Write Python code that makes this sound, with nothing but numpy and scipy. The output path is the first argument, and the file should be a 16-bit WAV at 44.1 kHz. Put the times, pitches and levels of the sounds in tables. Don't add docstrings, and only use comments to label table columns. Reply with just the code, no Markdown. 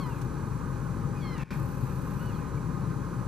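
import sys
import numpy as np
from scipy import signal
from scipy.fft import rfft, irfft
from scipy.io import wavfile
from scipy.ndimage import uniform_filter1d

SR = 44100
rng = np.random.default_rng(int(sys.argv[2]) if len(sys.argv) > 2 else 0)


def to_wav(s):
    ch = np.atleast_2d(s).T
    pcm = np.round(np.clip(ch, -1, 1) * 32767)
    wavfile.write(sys.argv[1], SR, pcm.astype(np.int16))


N = 144207


def elk():
    # (time [s], pitch [Hz], level [dB], roughness [0-1], mouth resonance [Hz])
    first = [(0, 1138, -41.5, 0.1, 3500), (.025, 1083, -41.5, .16, 4200), (.045, 1028, -43.5, 0.08, 4200),
             (.065, 994, -42.5, .25, 4630), (.09, 954, -46, 0.4, 4200), (.112, 936, -47, .18, 2800),
             (.14, 868, -49.5, 0.23, 2650), (.19, 777, -61, .45, 2400)]
    second = [(1.14, 1272, -65, .5, 2530), (1.18, 1230, -53, .5, 2450), (1.214, 1170, -53, .4, 3400),
              (1.232, 1104, -43.5, .18, 3730), (1.29, 1052, -43, .22, 4100), (1.341, 1015, -43.5, .3, 3650),
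              (1.379, 943, -46, .6, 2200), (1.415, 862, -48, 0.31, 2550), (1.45, 788, -61, 0.48, 2400)]
    third = [(2.18, 1340, -69, 0.36, 2700), (2.215, 1455, -53.5, .3, 2900), (2.255, 1495, -52.5, .22, 3700),
             (2.3, 1447, -52, .25, 2900), (2.315, 1284, -62, .4, 2500), (2.33, 1227, -59, .4, 2400),
             (2.34, 1190, -68, .5, 2400)]
    squeak = [(2.33, 1164, -56, 0.24, 4500), (2.355, 1073, -50.5, .28, 3900), (2.38, 965, -53.5, .32, 3000),
              (2.4, 860, -58, .45, 2600), (2.42, 810, -58, .35, 2400), (2.44, 784, -71, .5, 2400)]
    first_db = [4.5, -18, -16, -18.5, -27]
    second_db = [-13, -12, -13.5, -15.5, -22]
    third_db = [-1.5, -8.5, -10.5, -29]
    squeak_db = [-14, -19, -11, -15]
    return (mew(first, first_db) + mew(second, second_db) + rasp()
            + mew(third, third_db) + mew(squeak, squeak_db))


def mew(curve, harmonics_db):
    # (frequency [Hz], gain [dB])
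    throat = [(700, -9), (1050, -4.5), (1500, -1), (1720, -9), (1950, 2), (2100, -1), (2300, 0),
              (2450, -1.5), (2650, 0), (2980, -7.5), (3300, -2.5), (3500, -10.5), (3850, -12), (4100, -4),
              (4350, -3.5), (4650, -1.5), (5300, -3.5), (6500, -3), (9000, -15)]
    mouth_db, mouth_width_hz, flicker_db = 6, 470, 2.8
    t = clock()
    when, hz, db, rough, mouth_hz = np.array(curve).T
    mouth_hz = np.interp(t, when, mouth_hz)
    rough = np.clip(np.interp(t, when, rough), 0, 1)
    wobble = 1 + .004 * walk(67) + .0247 * rough * walk(316)
    pitch = uniform_filter1d(np.interp(t, when, hz), size=500) * wobble
    phase = 2 * np.pi * np.cumsum(pitch) / SR
    calling = uniform_filter1d(1. * ((t >= when[0]) & (t < when[-1])), size=400)
    loudness = undb(np.interp(t, when, db)) * calling
    voice = 0
    for k, strength_db in enumerate(harmonics_db, 1):
        boost_db = mouth_db * np.exp(-((k * pitch - mouth_hz) / mouth_width_hz) ** 2)
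        gain = undb(strength_db + boost_db + flicker_db * walk(21))
        voice = voice + gain * response(k * pitch, throat) * np.sin(k * phase)
    flutter = 1 + 0.83 * rough * walk(510)
    return np.sqrt(2) * loudness * voice * flutter


def rasp():
    # (frequency [Hz], level [dB])
    colour = [(800, -14), (1300, -4), (1650, 3.5), (1900, 1.5), (2100, -6), (2300, 4), (2450, 3),
              (2600, 0.5), (2800, -10.5), (3300, -12), (3700, -10), (4200, -13), (5200, -13.5), (7000, -21),
              (12000, -32)]
    start_s, peak_s, fade_s, level_db = 1.343, 1.512, 0.035, -43.5
    t = clock()
    swell = np.clip((t - start_s) / (peak_s - start_s), 0, 1)
    fade = np.exp(-np.maximum(t - peak_s, 0) / fade_s)
    return undb(level_db) * swell * fade * noise(colour) * (1 + 0.22 * walk(180))


def echo(sound):
    delay_s, decay_s, level_db = .012, 0.046, -12
    t = clock()
    tail = np.clip(t / delay_s - 1, 0, 1) * np.exp(-t / decay_s) * rng.standard_normal((2, N))
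    tail = tail / np.sqrt(np.sum(tail ** 2, axis=1, keepdims=True))
    return undb(level_db) * signal.fftconvolve(sound[None], tail, axes=1)[:, :N]


def engine():
    # (multiple of the firing rate, level [dB])
    exhaust = [(1, -21), (2, -3.5), (3, -6), (4, -7), (5, -5), (6, -0.5), (7, -5.5), (8, -6.5), (9, -15),
               (10, -14), (11, -15), (12, -27.5)]
    # (frequency [Hz], level [dB])
    colour = [(25, -54), (50, -16.5), (75, -10.5), (100, -7.5), (122, 0.5), (150, -2.5), (185, -8),
              (250, -13), (330, -15), (430, -19.5), (550, -22.5), (680, -37), (1000, -64)]
    firing_hz, note_db, rumble_db = 22.9, -36.5, -34
    speed = 1 + 0.00467 * walk(3.45)
    phase = 2 * np.pi * np.cumsum(firing_hz * speed) / SR
    note = 0
    for k, db in exhaust:
        waver_db = 1.5 * min(k / 4, 2) * walk(7.5)
        note = note + undb(db + waver_db) * np.sin(k * phase + rng.uniform(0, 2 * np.pi))
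    throb = 1 + 0.13 * np.sin(2 * phase)
    rumble = spread(noise(colour), noise(colour)) * throb
    return undb(note_db) * unit(note) * pan(db=7) + undb(rumble_db) * rumble


def rush():
    # (frequency [Hz], level [dB])
    rush_colour = [(200, -10), (520, -4), (690, -17), (800, -3), (920, -1.5), (1060, 2.5), (1150, -4),
                   (1240, 1), (1370, -6.5), (1580, -5.5), (1900, -16.5), (2250, -19), (2500, -20.5),
                   (2750, -24), (3000, -25), (3600, -32), (6000, -52)]
    hiss_colour = [(1500, -6), (2600, -11), (3500, -1), (4300, 3.5), (5200, -0.5), (5900, -0.5), (6500, 3),
                   (7200, 1.5), (8500, 0), (11500, -2.5), (12600, -4.5), (14000, -8), (15000, -10)]
    # (pitch [Hz], width [Hz], level [dB])
    tones = [(812.4, 31, -60.5), (1065, 34, -60), (1219, 19, -60), (1492, 35, -65), (1577, 140, -70.5),
             (2450, 29, -72), (3946, 200, -75), (4460, 93, -77.5), (5830, 220, -73.5)]
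    rush_db, flutter_db, hiss_db = -46, 0.6, -62.5
    whines = sum(undb(db) * whine(hz, width_hz) for hz, width_hz, db in tones)
    air = undb(rush_db) * noise(rush_colour) * undb(flutter_db * walk(19))
    return air + whines + undb(hiss_db) * noise(hiss_colour)


def zoom_motor():
    # (start [s], end [s], level [dB])
    runs = [(-.05, .25, -65), (1.51, 2.277, -62), (2.283, 2.41, -66)]
    # (frequency [Hz], level [dB])
    colour = [(1800, -28), (2200, -18), (2520, 6.5), (2800, -3), (3100, -16), (4000, -7), (6000, -14),
              (8100, -12), (8550, 0), (9300, -9), (11200, -8), (11900, 0.5), (12550, 2), (12900, -1.5),
              (13500, -4.5), (14100, -14), (14900, -8)]
    turn_hz, step_hz, hum_db = 33.3, 199.8, -71.5
    knock_s = 1.51
    t = clock()
    running = sum(undb(db) * ((t >= start) & (t < end)) for start, end, db in runs)
    running = uniform_filter1d(running, size=400)
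    knocks, steps = (np.cos(np.pi * hz * (t - knock_s)) ** 4 for hz in (turn_hz, step_hz))
    pulsing = unit(np.exp(.84 * knocks + 1.4 * steps))
    hum = undb(hum_db) * whine(hz=2484, width_hz=130)
    return running * pulsing * wide(colour, width=1.05) + running / running.max() * hum


def ticks():
    # (time [s], level [dB])
    taps = [(0.216, -50), (1.379, -53), (3.049, -59)]
    # (frequency [Hz], level [dB])
    colour = [(1500, -8), (3500, 2), (5200, 3), (6000, 1), (6800, 3.5), (9000, -2), (12500, -8),
              (15000, -14)]
    decay_s = 0.0071
    t = clock()
    bursts = sum(undb(db) * (t >= at) * np.exp(-np.abs(t - at) / decay_s) for at, db in taps)
    return bursts * wide(colour, width=0.76)


def peep():
    peak_s, fade_s, pitch_hz, level_db = 2.579, 0.0052, 2300, -49
    t = clock()
    return undb(level_db) * np.exp(-((t - peak_s) / fade_s) ** 2) * np.sin(2 * np.pi * pitch_hz * t)


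def spread(shared, other):
    # (frequency [Hz], left minus right [dB])
    balance = [(60, 5), (110, 6.5), (200, 6), (370, 3), (690, 1), (1260, -3.5), (2320, -0.5), (4270, 0.5),
               (7850, 1.0), (14400, 0)]
    # (frequency [Hz], likeness [0-1])
    likeness = [(60, 0.94), (130, 0.96), (290, 0.72), (630, 0.91), (1380, 0.87), (2500, 1), (4500, 0.81),
                (7000, 0.33), (14400, 0.23)]
    # (frequency [Hz], lead [radians])
    left_lead = [(60, 1), (130, -0.34), (430, -0.7), (1030, -1.0), (1550, -.5), (2670, 0.5), (4200, 0.3),
                 (6000, -2), (7600, -0.9), (12000, -3)]
    hz = np.fft.rfftfreq(N, 1 / SR)
    db, alike, lead = (look_up(hz, table) for table in (balance, likeness, left_lead))
    side = np.array([[1], [-1]])
    ears = undb(side * db / 2) * np.exp(side * 1j * lead / 2)
    together = ears * np.sqrt(1 + alike)
    opposed = ears * side * np.sqrt(1 - alike)
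    centre_gain = np.hypot(abs(together.mean(0)), abs(opposed.mean(0)))
    return irfft((together * rfft(shared) + opposed * rfft(other)) / centre_gain, N)


def whine(hz, width_hz):
    phase = 2 * np.pi * hz * clock()
    return walk(width_hz) * np.sin(phase) + walk(width_hz) * np.cos(phase)


def noise(colour):
    gain = response(np.fft.rfftfreq(N, 1 / SR), colour)
    return unit(irfft(rfft(rng.standard_normal(N)) * gain, N))


def wide(colour, width):
    return noise(colour) + width * noise(colour) * np.array([[1], [-1]])


def walk(rate_hz):
    hz = np.fft.rfftfreq(N, 1 / SR)
    return unit(irfft(rfft(rng.standard_normal(N)) * np.exp(-(hz / rate_hz) ** 2) * (hz > 0), N))


def pan(db):
    gains = undb(np.array([[db], [-db]]) / 2)
    return gains / gains.mean()


def look_up(hz, table):
    table_hz, values = np.array(table).T
    return np.interp(np.log(np.maximum(hz, 1)), np.log(table_hz), values)


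def response(hz, colour):
    return undb(look_up(hz, colour))


def undb(db):
    return 10 ** (np.asarray(db) / 20)


def unit(x):
    return x / np.sqrt(np.mean(x ** 2))


def clock():
    return np.arange(N) / SR


def scene():
    calls = elk()
    return (calls * pan(db=2.0) + echo(calls) + engine() + spread(rush(), rush())
            + zoom_motor() + ticks() + peep())


def record(dry):
    dip_start_s, dip_end_s, dip_db, top_hz = 1.4365, 1.5055, -17, 14950
    t = clock()
    dip = np.where((t > dip_start_s) & (t < dip_end_s), undb(dip_db), 1.)
    treble_cut = signal.ellip(10, .2, 80, top_hz, fs=SR, output="sos")
    return signal.sosfilt(treble_cut, dry * uniform_filter1d(dip, size=40))


dry = scene()
out = record(dry)
to_wav(out)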